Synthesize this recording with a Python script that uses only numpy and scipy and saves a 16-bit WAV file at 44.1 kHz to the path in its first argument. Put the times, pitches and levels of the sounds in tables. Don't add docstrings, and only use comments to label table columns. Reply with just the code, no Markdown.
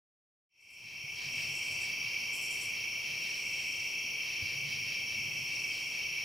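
import sys
import numpy as np
from scipy import signal
from scipy.fft import rfft, irfft, next_fast_len
from scipy.io import wavfile
from scipy.ndimage import map_coordinates

SR = 44100
rng = np.random.default_rng(int(sys.argv[2]) if len(sys.argv) > 2 else 0)


def wrap_up_sound(samples):
    columns = np.atleast_2d(samples).T
    tamed = np.clip(columns, -1, 1)
    steps = np.round(tamed * 32767).astype(np.int16)
    wavfile.write(sys.argv[1], SR, steps)


N = 275184
T = np.arange(N) / SR

# (frequency [Hz], relative level per Hz [dB])
HISS_SPECTRUM = [(20, -10), (45, -17.5), (90, -5.5), (200, -7), (500, -9.5), (1000, -14.5), (1500, -18),
                 (3700, -16.5), (6500, -13), (7900, -27), (9400, -16.5), (12200, -20.5), (13500, -18),
                 (15700, -21)]
# (time [s], level before the lean [dB])
DEEP_RUMBLE = [(.5, -66), (1.5, -69), (1.95, -72), (2.1, -84), (6.24, -86)]
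# (time [s], level before the lean [dB])
FAR_MURMUR = [(1.3, -62.5), (2.14, -61.5), (3.32, -67), (4.9, -69.5), (5.62, -65.5), (6.24, -68)]
# (frequency [Hz], left minus right [dB])
AIR_LEAN = [(60, 1), (150, -3.5), (380, 0), (700, -2.5), (1300, -3), (2500, -0.5)]
# (middle frequency [Hz], middle level [dB])
FAINT_TONE = (355, -69.5)
# (frequency [Hz], correlation [-1 to 1])
STEREO_CORRELATION = [(60, 0.65), (99, 0.84), (160, 0.51), (270, 0.71), (450, 0.57), (740, 0.28),
                      (1220, 0.51), (2010, 0.64), (3330, 0.91), (5500, 0.99), (9080, 1), (10500, 1),
                      (15000, 1.0)]
# (nearest pitch [Hz], others' middle pitch [Hz], pitch spread [Hz], pulse rate [1/s],
# first pulse [s], nearest level [dB], others' level [dB], far chorus level [dB],
# chorus resonance width [Hz], left minus right [dB])
CRICKET_KINDS = [(2302, 2310, 55, 48.8, 0.0084, -51, -47.5, -41.5, 363, -0.5),
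                 (2690, 2630, 70, 42.5, 0.012, -50.5, -48, -45, 356, 3.5),
                 (3107, 3110, 60, 34.95, 0.019, -57, -55, -51, 357, -3),
                 (4910, 4550, 190, 43, 0.0055, -69, -60.5, -58, 920, -0.5),
                 (5660, 5540, 140, 26.2, 0.012, -57, -51, -47, 695, 0.5),
                 (6490, 6000, 23, 25, .01, -76.5, -82, -78, 100, -6)]
# (start [s], end [s], pitch [Hz], pulse rate [1/s], level setting [dB])
PAUSING_TRILLS = [(1.62, 2.1, 4680, 50, -58), (1.942, 2.28, 4770, 48, -58), (4.298, 4.97, 4720, 47, -63),
                  (5.49, 5.9, 4860, 41, -69)]
# (time [s], level setting [dB], treble level setting [dB])
BUZZ_STROKES = [(.595, -55, -58), (.695, -54, -56), (1.5404, -54.5, -69), (1.6232, -57, -74),
                (1.7035, -56, -66), (1.7988, -53.5, -67), (2.3231, -49, -55), (2.4094, -51, -56),
                (2.4996, -51, -56.5), (2.5994, -50.5, -56)]
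# (frequency [Hz], resonance width [Hz], relative level [dB])
BUZZ_MODES = [(7300, 720, -4.5), (7950, 400, -1.5), (8100, 2900, -4.5)]
# (frequency [Hz], resonance width [Hz], relative level [dB])
BUZZ_TREBLE_MODES = [(10050, 1700, 0), (11400, 2600, -1.5)]
# (start [s], peak [s], end [s], swell level at the peak, added to the rest level [dB])
DISTANT_SWELLS = [(0.198, .8, 1.09, -62), (.9, 1.55, 2.02, -59), (2.1, 2.6, 2.8, -59),
                  (2.9, 3.65, 4.1, -59.5), (4.4, 4.7, 4.9, -74), (4.85, 5.85, 6.1, -63)]
# (middle [s], width at half height [s], level [dB])
KATYDID_RASPS = [(.9, 0.13, -49.5), (1.228, 0.12, -46), (1.42, .14, -48.5), (1.678, 0.13, -57),
                 (1.87, 0.13, -51), (2.08, 0.12, -53.5), (2.22, 0.11, -57), (2.61, 0.1, -53.5),
                 (2.808, 0.12, -54), (3.1, 0.13, -51.5), (3.275, 0.13, -50.5), (3.382, 0.076, -52),
                 (3.598, 0.15, -53.5), (3.82, .1, -57), (4.31, .16, -50.5), (4.5, .13, -49.5),
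                 (4.722, 0.12, -48.5), (4.923, .15, -50), (5.132, 0.11, -52.5), (5.552, 0.13, -52.5),
                 (5.768, 0.098, -50.5), (5.99, .13, -53), (6.198, 0.16, -56)]
# (frequency [Hz], resonance width [Hz], relative level [dB])
KATYDID_MODES = [(2000, 1120, -2.5), (4100, 2700, -4), (4710, 2100, 1.5)]
# (start [s], length before release [s], level setting [dB])
GRIP_SHIFTS = [(.8, 0.09, -56), (1.23, 0.29, -60), (1.653, .35, -65), (3.047, 0.11, -65), (4.4, .45, -59),
               (4.967, 0.56, -59.5)]
# (frequency [Hz], resonance width [Hz], relative level [dB])
SHELL_MODES = [(125, 98, 0), (218, 60, -10.5)]
# (time [s], level setting before attack and decay [dB], pitch [Hz])
SHELL_KNOCKS = [(1.037, -38, 139), (1.261, -40, 126), (4.423, -36.5, 94), (5.281, -47, 139)]
# (time [s], pitch [Hz], level setting [dB])
CREAK = [(4.53, 145, -55), (4.66, 142, -48), (4.74, 124.2, -55), (4.9, 121, -57)]
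# (start [s], length [s], curve power)
FADE_IN = (.487, .9, 1.48)

BUZZ_RIPPLE_DB = 4
STROKE_RISE_S, STROKE_HOLD_S, STROKE_T60_S = .012, .035, .3
SWELL_REST_DB = -74.5
RASP_BED_DB = -73
GRIP_REST_DB, GRIP_ATTACK_S, GRIP_RELEASE_S = -66, .03, .12
SCUFF_DB, SCUFF_T60_S = -16, .04
KNOCK_RISE_S, KNOCK_T60_S = .0038, .13
TOP_HZ = 15760


def amp(db):
    return 10 ** (np.asarray(db) / 20)


def unit(x):
    return x / np.sqrt(np.mean(x ** 2) + 1e-20)


def along(points, hz):
    f, v = np.transpose(points)
    return np.interp(np.log(hz + 1), np.log(f + 1), v)


def curves(rows):
    s, *columns = np.transpose(rows)
    return [np.interp(T, s, column) for column in columns]


def wobble(rate):
    knots = rng.standard_normal(int(N * rate / SR) + 4)
    return map_coordinates(knots, [T * rate])


def filtered(x, response):
    m = next_fast_len(N + 8192)
    spectrum = rfft(x, m) * response(np.fft.rfftfreq(m, 1 / SR))
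    return irfft(spectrum, m)[..., :N]


def wings(modes):
    def response(f):
        power = 0
        for center, width, db in modes:
            damping = (f * width) ** 2
            resonance = damping / ((center * center - f * f) ** 2 + damping)
            power = power + amp(2 * db) * resonance ** 3
        return np.sqrt(power)
    return response


def rush(response, ripple_db=2.5, ripple_hz=25):
    knots = rng.standard_normal(SR // 10)

    def mid_side(hz):
        turn = np.arccos(np.clip(along(STEREO_CORRELATION, hz), -1, 1)) / 2
        ripple = amp(ripple_db * np.interp(hz / ripple_hz, np.arange(len(knots)), knots))
        return response(hz) * ripple * [np.cos(turn), np.sin(turn)]

    mid, side = filtered(rng.standard_normal((2, N)), mid_side)
    return unit(np.array([mid + side, mid - side]))


def air():
    bed = amp(-52) * rush(lambda hz: amp(along(HISS_SPECTRUM, hz)), ripple_db=1.17)
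    bed += amp(curves(DEEP_RUMBLE)[0]) * rush(wings([(66, 70, 0)]))
    bed += amp(curves(FAR_MURMUR)[0]) * rush(wings([(874, 810, 0)]))
    bed = filtered(bed, lambda hz: amp(along(AIR_LEAN, hz) / 2 * np.array([[1], [-1]])))
    hz, db = FAINT_TONE
    cycles = np.cumsum(hz + 6 * wobble(8)) / SR
    tone = amp(db + 2.1 * wobble(7.7)) * np.sin(2 * np.pi * cycles)
    return bed + tone


def singer(hz, rate, start, duty=0.606, glide_hz=90, scatter_db=2.0, slip=0.21):
    beat = np.maximum(T - start, 0) * rate
    stroke = beat.astype(int)
    part = np.minimum(beat % 1 / duty, 1)
    luck = rng.standard_normal((int(N / SR * rate) + 2, 2))[stroke]
    fall = glide_hz * duty / rate * (part - part ** 2)
    tone = np.sin(2 * np.pi * (hz * T + fall + slip * luck[:, 1]))
    return unit(amp(scatter_db * luck[:, 0]) * np.sin(np.pi * part) * tone)


def forest(x, t60=0.29):
    t = T[:SR // 2]
    tail = amp(-60 * t / t60) * rng.standard_normal((2, len(t)))
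    return signal.fftconvolve(x[None], tail / np.linalg.norm(tail[0]), axes=1)[:, :N]


def crickets(count=4):
    near, far = np.zeros((2, N)), np.zeros((2, N))
    for near_hz, hz, spread_hz, rate, start, near_db, others_db, far_db, width_hz, pan_db in CRICKET_KINDS:
        side = amp([[pan_db / 2], [-pan_db / 2]])
        others = np.zeros(N)
        for pitch in hz + spread_hz * np.linspace(-1.5, 1.5, count):
            loudness = amp(2.0 * wobble(1.5))
            others += loudness * singer(pitch, rate * rng.normal(1, .1), rng.random() / rate)
        nearest = amp(near_db + 1.4 * wobble(2.64)) * singer(near_hz, rate, start)
        near += side * (nearest + amp(others_db) * unit(others))
        far += side * amp(far_db + 0.27 * wobble(2.79)) * rush(wings([(hz, width_hz, 0)]))
    for start, end, hz, rate, db in PAUSING_TRILLS:
        gate = np.interp(T, [start, start + 0.12, end - .03, end], [0, 1, 1, 0])
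        near += amp(db) * gate * singer(hz, rate, start, duty=0.53, glide_hz=130, slip=0.38)
    return near + amp(-7) * forest(near.mean(0)) + far


def close_buzz():
    low, high = np.zeros(N), np.zeros(N)
    for s, db, treble_db in BUZZ_STROKES:
        rise = np.clip((T - s) / STROKE_RISE_S, 0, 1)
        fading_s = np.maximum(T - s - STROKE_RISE_S - STROKE_HOLD_S, 0)
        shape = rise * amp(-60 * fading_s / STROKE_T60_S)
        low += amp(db) * shape
        high += amp(treble_db) * shape
    teeth = unit(amp(0.77 * wobble(400)))
    body = low * rush(wings(BUZZ_MODES), ripple_db=BUZZ_RIPPLE_DB)
    treble = high * rush(wings(BUZZ_TREBLE_MODES), ripple_db=BUZZ_RIPPLE_DB)
    return teeth * (body + treble)


def distant_buzz():
    swell = np.full(N, amp(SWELL_REST_DB))
    for start, peak, end, db in DISTANT_SWELLS:
        ramp = np.interp(T, [start, peak, end], [0, 1, 0])
        swell += amp(db) * np.sin(np.pi / 2 * ramp) ** 2
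    return swell * amp(0.52 * wobble(11.0)) * rush(wings([(7840, 3200, 0)]))


def katydids():
    level = np.full(N, amp(RASP_BED_DB))
    for s, width_s, db in KATYDID_RASPS:
        level += amp(db) * np.cos(np.pi / 2 * np.clip((T - s) / width_s, -1, 1)) ** 2
    return level * rush(wings(KATYDID_MODES))


def handling():
    grip = np.full(N, amp(GRIP_REST_DB))
    for s, length, db in GRIP_SHIFTS:
        times = [0, GRIP_ATTACK_S, length, length + GRIP_RELEASE_S]
        grip += amp(db) * np.interp(T - s, times, [0, 1, 1, 0])
    out = grip * unit(amp(1.1 * wobble(8.8)) * rush(wings(SHELL_MODES)))
    scuff = rush(wings([(300, 500, 0)]))
    for s, db, hz in SHELL_KNOCKS:
        t = np.maximum(T - s, 0)
        out += amp(db + SCUFF_DB - 60 * t / SCUFF_T60_S) * (T > s) * scuff
        attack = 1 - np.exp(-t / KNOCK_RISE_S)
        out += amp(db - 60 * t / KNOCK_T60_S) * attack * np.sin(2 * np.pi * hz * t)
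    hz, db = curves(CREAK)
    first, last = CREAK[0][0], CREAK[-1][0]
    gate = np.interp(T, [first - .03, first, last, last + 0.0296], [0, 1, 1, 0])
    out += gate * amp(db) * np.sin(2 * np.pi * np.cumsum(hz) / SR)
    return out * amp([[-1.5], [1.5]])


def scene():
    return air() + crickets() + close_buzz() + distant_buzz() + katydids() + handling()


def record(dry):
    start, length, power = FADE_IN
    fade = np.clip((T - start) / length, 0, 1) ** power
    return filtered(dry * fade, lambda hz: hz < TOP_HZ)


dry = scene()
out = record(dry)
wrap_up_sound(out)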